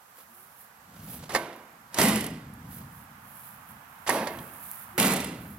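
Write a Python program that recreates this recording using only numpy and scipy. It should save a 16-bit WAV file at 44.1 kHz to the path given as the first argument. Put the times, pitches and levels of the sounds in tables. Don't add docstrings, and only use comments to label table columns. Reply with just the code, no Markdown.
import sys
import numpy as np
from scipy import signal
from scipy.fft import rfft, irfft, next_fast_len
from scipy.io import wavfile
from scipy.ndimage import map_coordinates

SR = 44100
rng = np.random.default_rng(int(sys.argv[2]) if len(sys.argv) > 2 else 0)


def store_pcm(level_fs):
    pcm = np.round(np.clip(level_fs, -1, 1) * 32767).astype(np.int16)
    wavfile.write(sys.argv[1], SR, np.atleast_2d(pcm).T)


N = 246280
SCENE_S = np.arange(N) / SR
RING_S = np.arange(3 * SR // 2) / SR

# (time [s], edge [0 left, 1 right], boom [dB], sheet metal [dB], rattle [dB], hold [s])
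SLAMS = [(1.986, 0, -25, -22.5, -32.5, 0.15), (4.979, 1, -27, -23.5, -31.5, 0.21)]
# (frequency [Hz], left-edge gain [dB], right-edge gain [dB], t60 [s])
BOX_MODES = [(75, -19, -17, 1.2), (120.3, -14.5, -21, 1.1), (161, -9.5, -12.5, 1.14), (190, -4, 1.5, 0.45),
             (214.4, 6, -13, 0.48), (244.8, -2.5, -0.5, 0.65), (264.8, -3.5, -2.5, 0.62),
             (299, -9, -12, 0.84), (460, -22, -5, 0.29), (653, -22.5, -22, 1.1), (742, -16, -10.5, 0.55),
             (821, -18, -19, 0.24), (1110, -10, -9, 0.2), (1970, -16, -13, 0.64), (2040, -10.5, -27, 0.47),
             (2180, -21, -34, 0.23), (2600, -22, -28, 0.31), (2770, -36, -16, 0.43)]
SHEET_SPECTRUM = [(21, -64), (35, -30), (93, -25.5), (151, -10.5), (210, -6), (301, -11), (478, -14.5),
                  (739, -13.5), (1720, -21.5), (2010, -18), (5590, -30), (6040, -34), (10900, -26),
                  (14800, -35), (16000, -55)]
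SHEET_DECAY = [(100, 1.0), (250, 0.83), (700, 0.57), (2000, 0.62), (5000, 0.56), (12000, 0.39)]  # (frequency [Hz], t60 [s])
def slams(rattle_t60_s=0.49, rattle_rest_s=0.4):
    out = np.zeros((2, N))
    for s, edge, boom_db, sheet_db, rattle_db, hold_s in SLAMS:
        age_s = np.hypot(RING_S, hold_s) - hold_s
        box = [(hz, right if edge else left, t60) for hz, left, right, t60 in BOX_MODES]
        boom = amp(boom_db) * modes(box, age_s, rise_cycles=12.2)
        sheet = amp(sheet_db) * plate(SHEET_SPECTRUM, SHEET_DECAY, age_s)
        settle = 1 / (1 + (RING_S / rattle_rest_s) ** 16)
        loose = amp(rattle_db - 60 * age_s / rattle_t60_s) * settle * rattle()
        thump = amp(boom_db - 13) * bell(RING_S - 0.014, 0.013) * np.sin(2 * np.pi * 80 * RING_S)
        add(out, s, boom + sheet + loose + thump)
    return out


# (time [s], touch lead [s], clack [dB], bar [dB], leaf [dB], shudder [s], drop re blow [dB])
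LATCHES = [(1.349, 0.056, -17, -12.5, -32, 0.0084, -28.5), (1.987, .0445, -23, -27, -44, .01, -11),
           (4.092, .027, -20, -15.5, -24, 0.034, -7.5)]
def latches(rebound_s=0.011, rebound_db=-5.5, drop_s=0.18):
    out = np.zeros((2, N))
    for s, lead_s, clack_db, bar_db, leaf_db, shudder_s, drop_db in LATCHES:
        touch = clank(clack_db - 17.5, bar_db - 24, t60_s=0.15) + door_leaf(db=-35, shudder_s=0)
        add(out, s - lead_s, touch)
        add(out, s, door_leaf(leaf_db, shudder_s))
        for delay_s, db in [(0, 0), (rebound_s, rebound_db), (drop_s, drop_db)]:
            add(out, s + delay_s, clank(clack_db + db, bar_db + db, t60_s=0.065))
    return out


CLACK_SPECTRUM = [(59, -54), (100, -9.5), (736, 5.5), (991, 4.5), (1420, -4.5), (1910, 6), (2420, -10),
                  (3860, -10), (5190, -9), (5770, -15.5), (7290, -16), (7770, -23.5), (10200, -13),
                  (14700, -30), (16000, -24)]
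BAR_MODES = [(982, -22.5, 0.48), (1134, -18.5, 0.19), (1548, -27, 0.27), (1858, -8, 0.025),
             (2022, -32, 0.19), (2124, -26, 0.44), (2196, -28, 0.37)]
def clank(clack_db, bar_db, t60_s):
    clack = amp(clack_db - 60 * RING_S / t60_s) * noise(CLACK_SPECTRUM, len(RING_S))
    return clack + amp(bar_db) * modes(BAR_MODES, RING_S, rise_cycles=0.36)


LEAF_SPECTRUM = [(35, -53), (60, -27.5), (217, -6.5), (308, -7), (346, -9.5), (398, -9), (540, -4),
                 (579, -4), (946, -6), (1310, -13), (7750, -31), (10800, -20.5), (16000, -33)]
LEAF_DECAY = [(150, 1), (700, 0.7), (2000, 0.9), (10000, 0.32)]  # (frequency [Hz], t60 [s])
LEAF_MODES = [(341.6, -6.5, 0.61), (522, -12.5, 0.43), (660, -10, 0.72), (814, -37, 0.42), (996, -25, 0.24),
              (1200, -20, 0.6)]
def door_leaf(db, shudder_s, spread_s=0.026):
    age_s = np.hypot(RING_S, shudder_s) - shudder_s
    ring = plate(LEAF_SPECTRUM, LEAF_DECAY, age_s) + modes(LEAF_MODES, age_s, rise_cycles=3.2)
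    return amp(db) * ring * (1 - np.exp(-RING_S / spread_s))


HARDWARE_SPECTRUM = [(800, -11), (2000, 1.5), (3000, 0), (4500, -5), (6200, -3), (8500, -1.5), (11000, -1),
                     (13000, -2), (15500, -7.5)]
def rattle(hits_per_s=280, spread_db=10, t60_s=0.031):
    size = len(RING_S)
    hits = (rng.random(size) < hits_per_s / SR) * amp(spread_db * rng.random(size))
    power = np.abs(signal.fftconvolve(hits ** 2, amp(-60 * RING_S / t60_s) ** 2)[:size])
    return unit(noise(HARDWARE_SPECTRUM, size, ripple_db=4.5) * np.sqrt(power))


def tick(db, pitch_hz, t60_s=0.03, focus_db=10.5, half_width_hz=1200):
    t = np.arange(SR // 10) / SR
    steel = noise(HARDWARE_SPECTRUM, len(t), ripple_db=4)
    burst = filtered(steel, lambda hz: amp(focus_db / (1 + ((hz - pitch_hz) / half_width_hz) ** 2)))
    return amp(db - 60 * t / t60_s) * unit(burst)


PINS = [(1.2957, -29, 5600), (1.9435, -14, 5100), (1.986, -9.5, 5240), (2.015, -3.5, 5460),
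        (4.095, -6.5, 10200), (4.388, -27, 3820), (4.979, -11, 11400)]
def pins(gain_db):
    out = np.zeros((2, N))
    for s, db, pitch_hz in PINS:
        add(out, s, tick(db + gain_db, pitch_hz))
    return out


# (time [s], level re gain_db [dB], first flight [s], next flight over last [ratio], rest after [s])
HASPS = [(2.0859, -10, .073, .68, .19), (4.9991, -5, .1364, .8, .28)]
def hasps(gain_db, high_hz=10840, low_hz=3500, fade_db_per_s=50):
    out = np.zeros((2, N))
    for s, db, flight_s, shrink, rest_s in HASPS:
        hops_s = np.cumsum([0] + [flight_s * shrink ** k for k in range(6)])
        for hop_s in hops_s[hops_s < rest_s]:
            hop_db = db + gain_db - fade_db_per_s * hop_s
            add(out, s + hop_s, tick(hop_db, high_hz) + tick(hop_db - 4.5, low_hz))
    return out


SCRAPES = [(0.2, -55.5, 0.03), (1.037, -56.5, 0.13), (1.14, -51.5, 0.045), (1.24, -52, 0.04),
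           (1.346, -39.5, 0.034), (1.957, -46.5, 0.027), (1.983, -26.5, 0.014), (2.76, -59, 0.14),
           (4.082, -28.5, 0.01)]
GRIT_SPECTRUM = [(1000, -2), (3000, 3), (5500, -1.5), (8000, -3), (16000, -24)]  # (frequency [Hz], relative density [dB])
def scrapes():
    strokes = sum(amp(db) * bell(SCENE_S - s, half_s) for s, db, half_s in SCRAPES)
    friction = noise(LEAF_SPECTRUM, N) + amp(-2.5) * noise(GRIT_SPECTRUM, N)
    return strokes * unit(friction * amp(2.7 * wobble(180)))


GROANS = [(0.319, 0.023, 230, 0, -56.5), (0.377, 0.099, 358, 353, -67), (4.965, 0.02, 362, 700, -46)]  # (time [s], half length [s], pitch [Hz], glide [Hz/s], level [dB])
def groans():
    out = np.zeros(N)
    for s, half_s, hz, glide_hz_per_s, db in GROANS:
        t = SCENE_S - s
        out += amp(db) * bell(t, half_s) * np.sin(2 * np.pi * (hz + glide_hz_per_s * t / 2) * t)
    return out


SWISHES = [(.2, -56, 0.042), (.41, -56.5, 0.093), (.61, -53.5, 0.04), (1.08, -52.5, 0.077),
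           (1.13, -43.5, 0.036), (2.76, -50, 0.056), (2.97, -56, 0.065), (3.42, -51, 0.13),
           (3.71, -55, 0.035), (4.4, -51.5, 0.32), (4.72, -45, 0.12), (5.48, -55, 0.099)]
RUSTLE_SPECTRUM = [(1000, -21), (2500, -16), (6000, -15.5), (8500, -7), (10500, 1.5), (12500, 4),
                   (16000, -2)]
CLICKS = [(1.562, -36), (2.538, -36), (4.7145, -19)]  # (time [s], level re click_db [dB])
CLICK_SPECTRUM = [(3000, -36), (7000, -23), (9500, 1), (12000, 9), (16000, -4)]  # (frequency [Hz], relative density [dB])
def rustle(right_db=2.0, click_db=-5.5):
    grain = amp(0.82 * wobble(30) + 2.25 * wobble(820))
    out = swells(SWISHES, floor_db=-67) * grain * noise(RUSTLE_SPECTRUM, N)
    t = np.arange(SR // 20) / SR
    click_decay = amp(-60 * t / 0.0029) + amp(-13 - 60 * t / 0.038)
    for s, db in CLICKS:
        add(out, s, amp(db + click_db) * click_decay * noise(CLICK_SPECTRUM, len(t)))
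    return stereo(out, FAR_COHERENCE) * amp([[-right_db / 2], [right_db / 2]])


ROAD_LEVEL = [(0, -59.5), (1.8, -57), (4.8, -51.5), (5.58, -54.5)]  # (time [s], level [dB])
ROAD_SPECTRUM = [(60, -35), (200, -6), (350, -21.5), (540, -10.5), (780, 1.5), (1150, 2.5), (1600, -0.5),
                 (2100, -7), (3200, -15), (5500, -34), (16000, -50)]
def road():
    level_db = np.interp(SCENE_S, *np.transpose(ROAD_LEVEL))
    return stereo(amp(level_db) * noise(ROAD_SPECTRUM, N), FAR_COHERENCE)


AIR_SWELLS = [(.42, -70, .16), (1.14, -45.5, 0.15), (2.5, -47, 0.34), (2.78, -44.5, 0.11),
              (3.1, -54.5, 0.32), (3.73, -52.5, 0.048), (4.41, -45.5, 0.053), (5.45, -46, 0.23)]
AIR_SPECTRUM = [(15, -52), (25, -28), (64, -5), (139, 0.5), (224, -2), (284, -9), (384, -27.5), (500, -20),
                (650, -80), (1100, -120)]
def air(calm_db=-73, rise_db_per_s=3):
    gain = swells(AIR_SWELLS, calm_db + rise_db_per_s * SCENE_S) * amp(1.3 * wobble(13))
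    return stereo(gain * noise(AIR_SPECTRUM, N), NEAR_COHERENCE)


HISS_SPECTRUM = [(100, -14), (500, 15.5), (2000, 1), (5000, 4.5), (9000, 4.5), (16000, -8.5)]  # (frequency [Hz], relative density [dB])
WHINE_SPECTRUM = [(12000, -60), (12750, -14), (12950, 0), (13150, -14), (13900, -60)]  # (frequency [Hz], relative density [dB])
def hiss():
    steady = amp(-65) * noise(HISS_SPECTRUM, N) + amp(-70) * noise(WHINE_SPECTRUM, N)
    return stereo(steady, FAR_COHERENCE)


LEFT_SHADE = [(250, 0), (500, 0.5), (1000, -5), (1900, -12), (3400, -7), (5200, 0.5), (8000, -2),
              (15000, -3.5)]
NEAR_COHERENCE = [(200, 1), (900, 0.97), (1800, 0.84), (5000, 0.55), (14000, 0.46)]  # (frequency [Hz], left-right coherence [0..1])
FAR_COHERENCE = [(130, .98), (300, 0.0077), (650, 0.43), (1400, 0), (15000, 0)]  # (frequency [Hz], left-right coherence [0..1])
def stereo(pair, coherence, lag_ms=0):
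    def mixing(hz):
        likeness = np.clip(along(coherence, hz), -.9, .999)
        turn = np.arccos(likeness) / 2
        shade = amp(along(LEFT_SHADE, hz))
        phase = 2 * np.pi * hz * lag_ms / 1000
        mid_gain = np.sqrt(1 + shade ** 2 + 2 * shade * likeness * np.cos(phase)) / 2
        left = shade * np.exp(-1j * phase)
        common, apart = np.cos(turn), np.sin(turn)
        return np.array([[left * common, left * apart], [common, -apart]]) / mid_gain
    return filtered(pair, mixing).sum(axis=1)


def modes(rows, age_s, rise_cycles, waver_per_s=22.3, waver_rad=0.51, waver_db=3):
    out = np.zeros((2, len(RING_S)))
    for hz, db, t60_s in rows:
        knots = rng.standard_normal((2, 128))
        drift, flutter = [np.interp(RING_S * waver_per_s, np.arange(128), row) for row in knots]
        phase = rng.uniform(0, 2 * np.pi, (2, 1)) + waver_rad * drift
        rise = 1 - np.exp(-RING_S * hz / rise_cycles)
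        decay = amp(db + waver_db * flutter - 60 * age_s / t60_s)
        out += rise * decay * np.sin(2 * np.pi * hz * RING_S + phase)
    return out


def plate(spectrum, decay, age_s):
    ringing = noise(spectrum, len(RING_S), ripple_db=2.8)
    hz, t, bands = signal.stft(ringing, SR, nperseg=256)
    fade = amp(-60 * np.interp(t, RING_S, age_s) / along(decay, hz)[:, None])
    return signal.istft(bands * fade, SR, nperseg=256)[1][:, :len(RING_S)]


def noise(spectrum, size, ripple_db=0):
    grid_hz = np.arange(0, SR, 70)
    peaks_db = ripple_db * rng.standard_normal(len(grid_hz))
    def colour(hz):
        return amp(along(spectrum, hz) + np.interp(hz, grid_hz, peaks_db) * hz / (hz + 600))
    return unit(filtered(rng.standard_normal((2, size)), colour))


def swells(rows, floor_db):
    power = sum(amp(db) ** 2 / np.cosh(np.minimum(np.abs(SCENE_S - s) / half_s, 20)) ** 3
                for s, db, half_s in rows)
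    return np.sqrt(amp(floor_db) ** 2 + power)


def bell(t, half_s):
    return np.exp(-(t / half_s) ** 2)


def wobble(knots_per_s):
    knots = rng.standard_normal(int(N * knots_per_s / SR) + 4)
    return map_coordinates(knots, [SCENE_S * knots_per_s])


def filtered(x, response):
    size = x.shape[-1]
    padded = next_fast_len(size + 8192)
    return irfft(rfft(x, padded) * response(np.fft.rfftfreq(padded, 1 / SR)), padded)[..., :size]


def along(points, hz):
    knots_hz, values = np.transpose(points)
    return np.interp(np.log(hz + 1), np.log(knots_hz + 1), values)


def add(track, s, sound):
    start = round(s * SR)
    track[..., start:start + sound.shape[-1]] += sound[..., :N - start]


def amp(db):
    return 10 ** (np.asarray(db) / 20)


def unit(x):
    return x / np.sqrt(np.mean(x ** 2) + 1e-20)


def scene():
    trailer = slams() + latches() + scrapes() + pins(gain_db=-16) + hasps(gain_db=-16)
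    return stereo(trailer, NEAR_COHERENCE, lag_ms=0.049) + groans() + rustle() + road() + air() + hiss()


def record(dry, cutoff_hz=16000):
    return filtered(dry, lambda hz: 1 / (1 + (hz / cutoff_hz) ** 200))


dry = scene()
out = record(dry)
store_pcm(out)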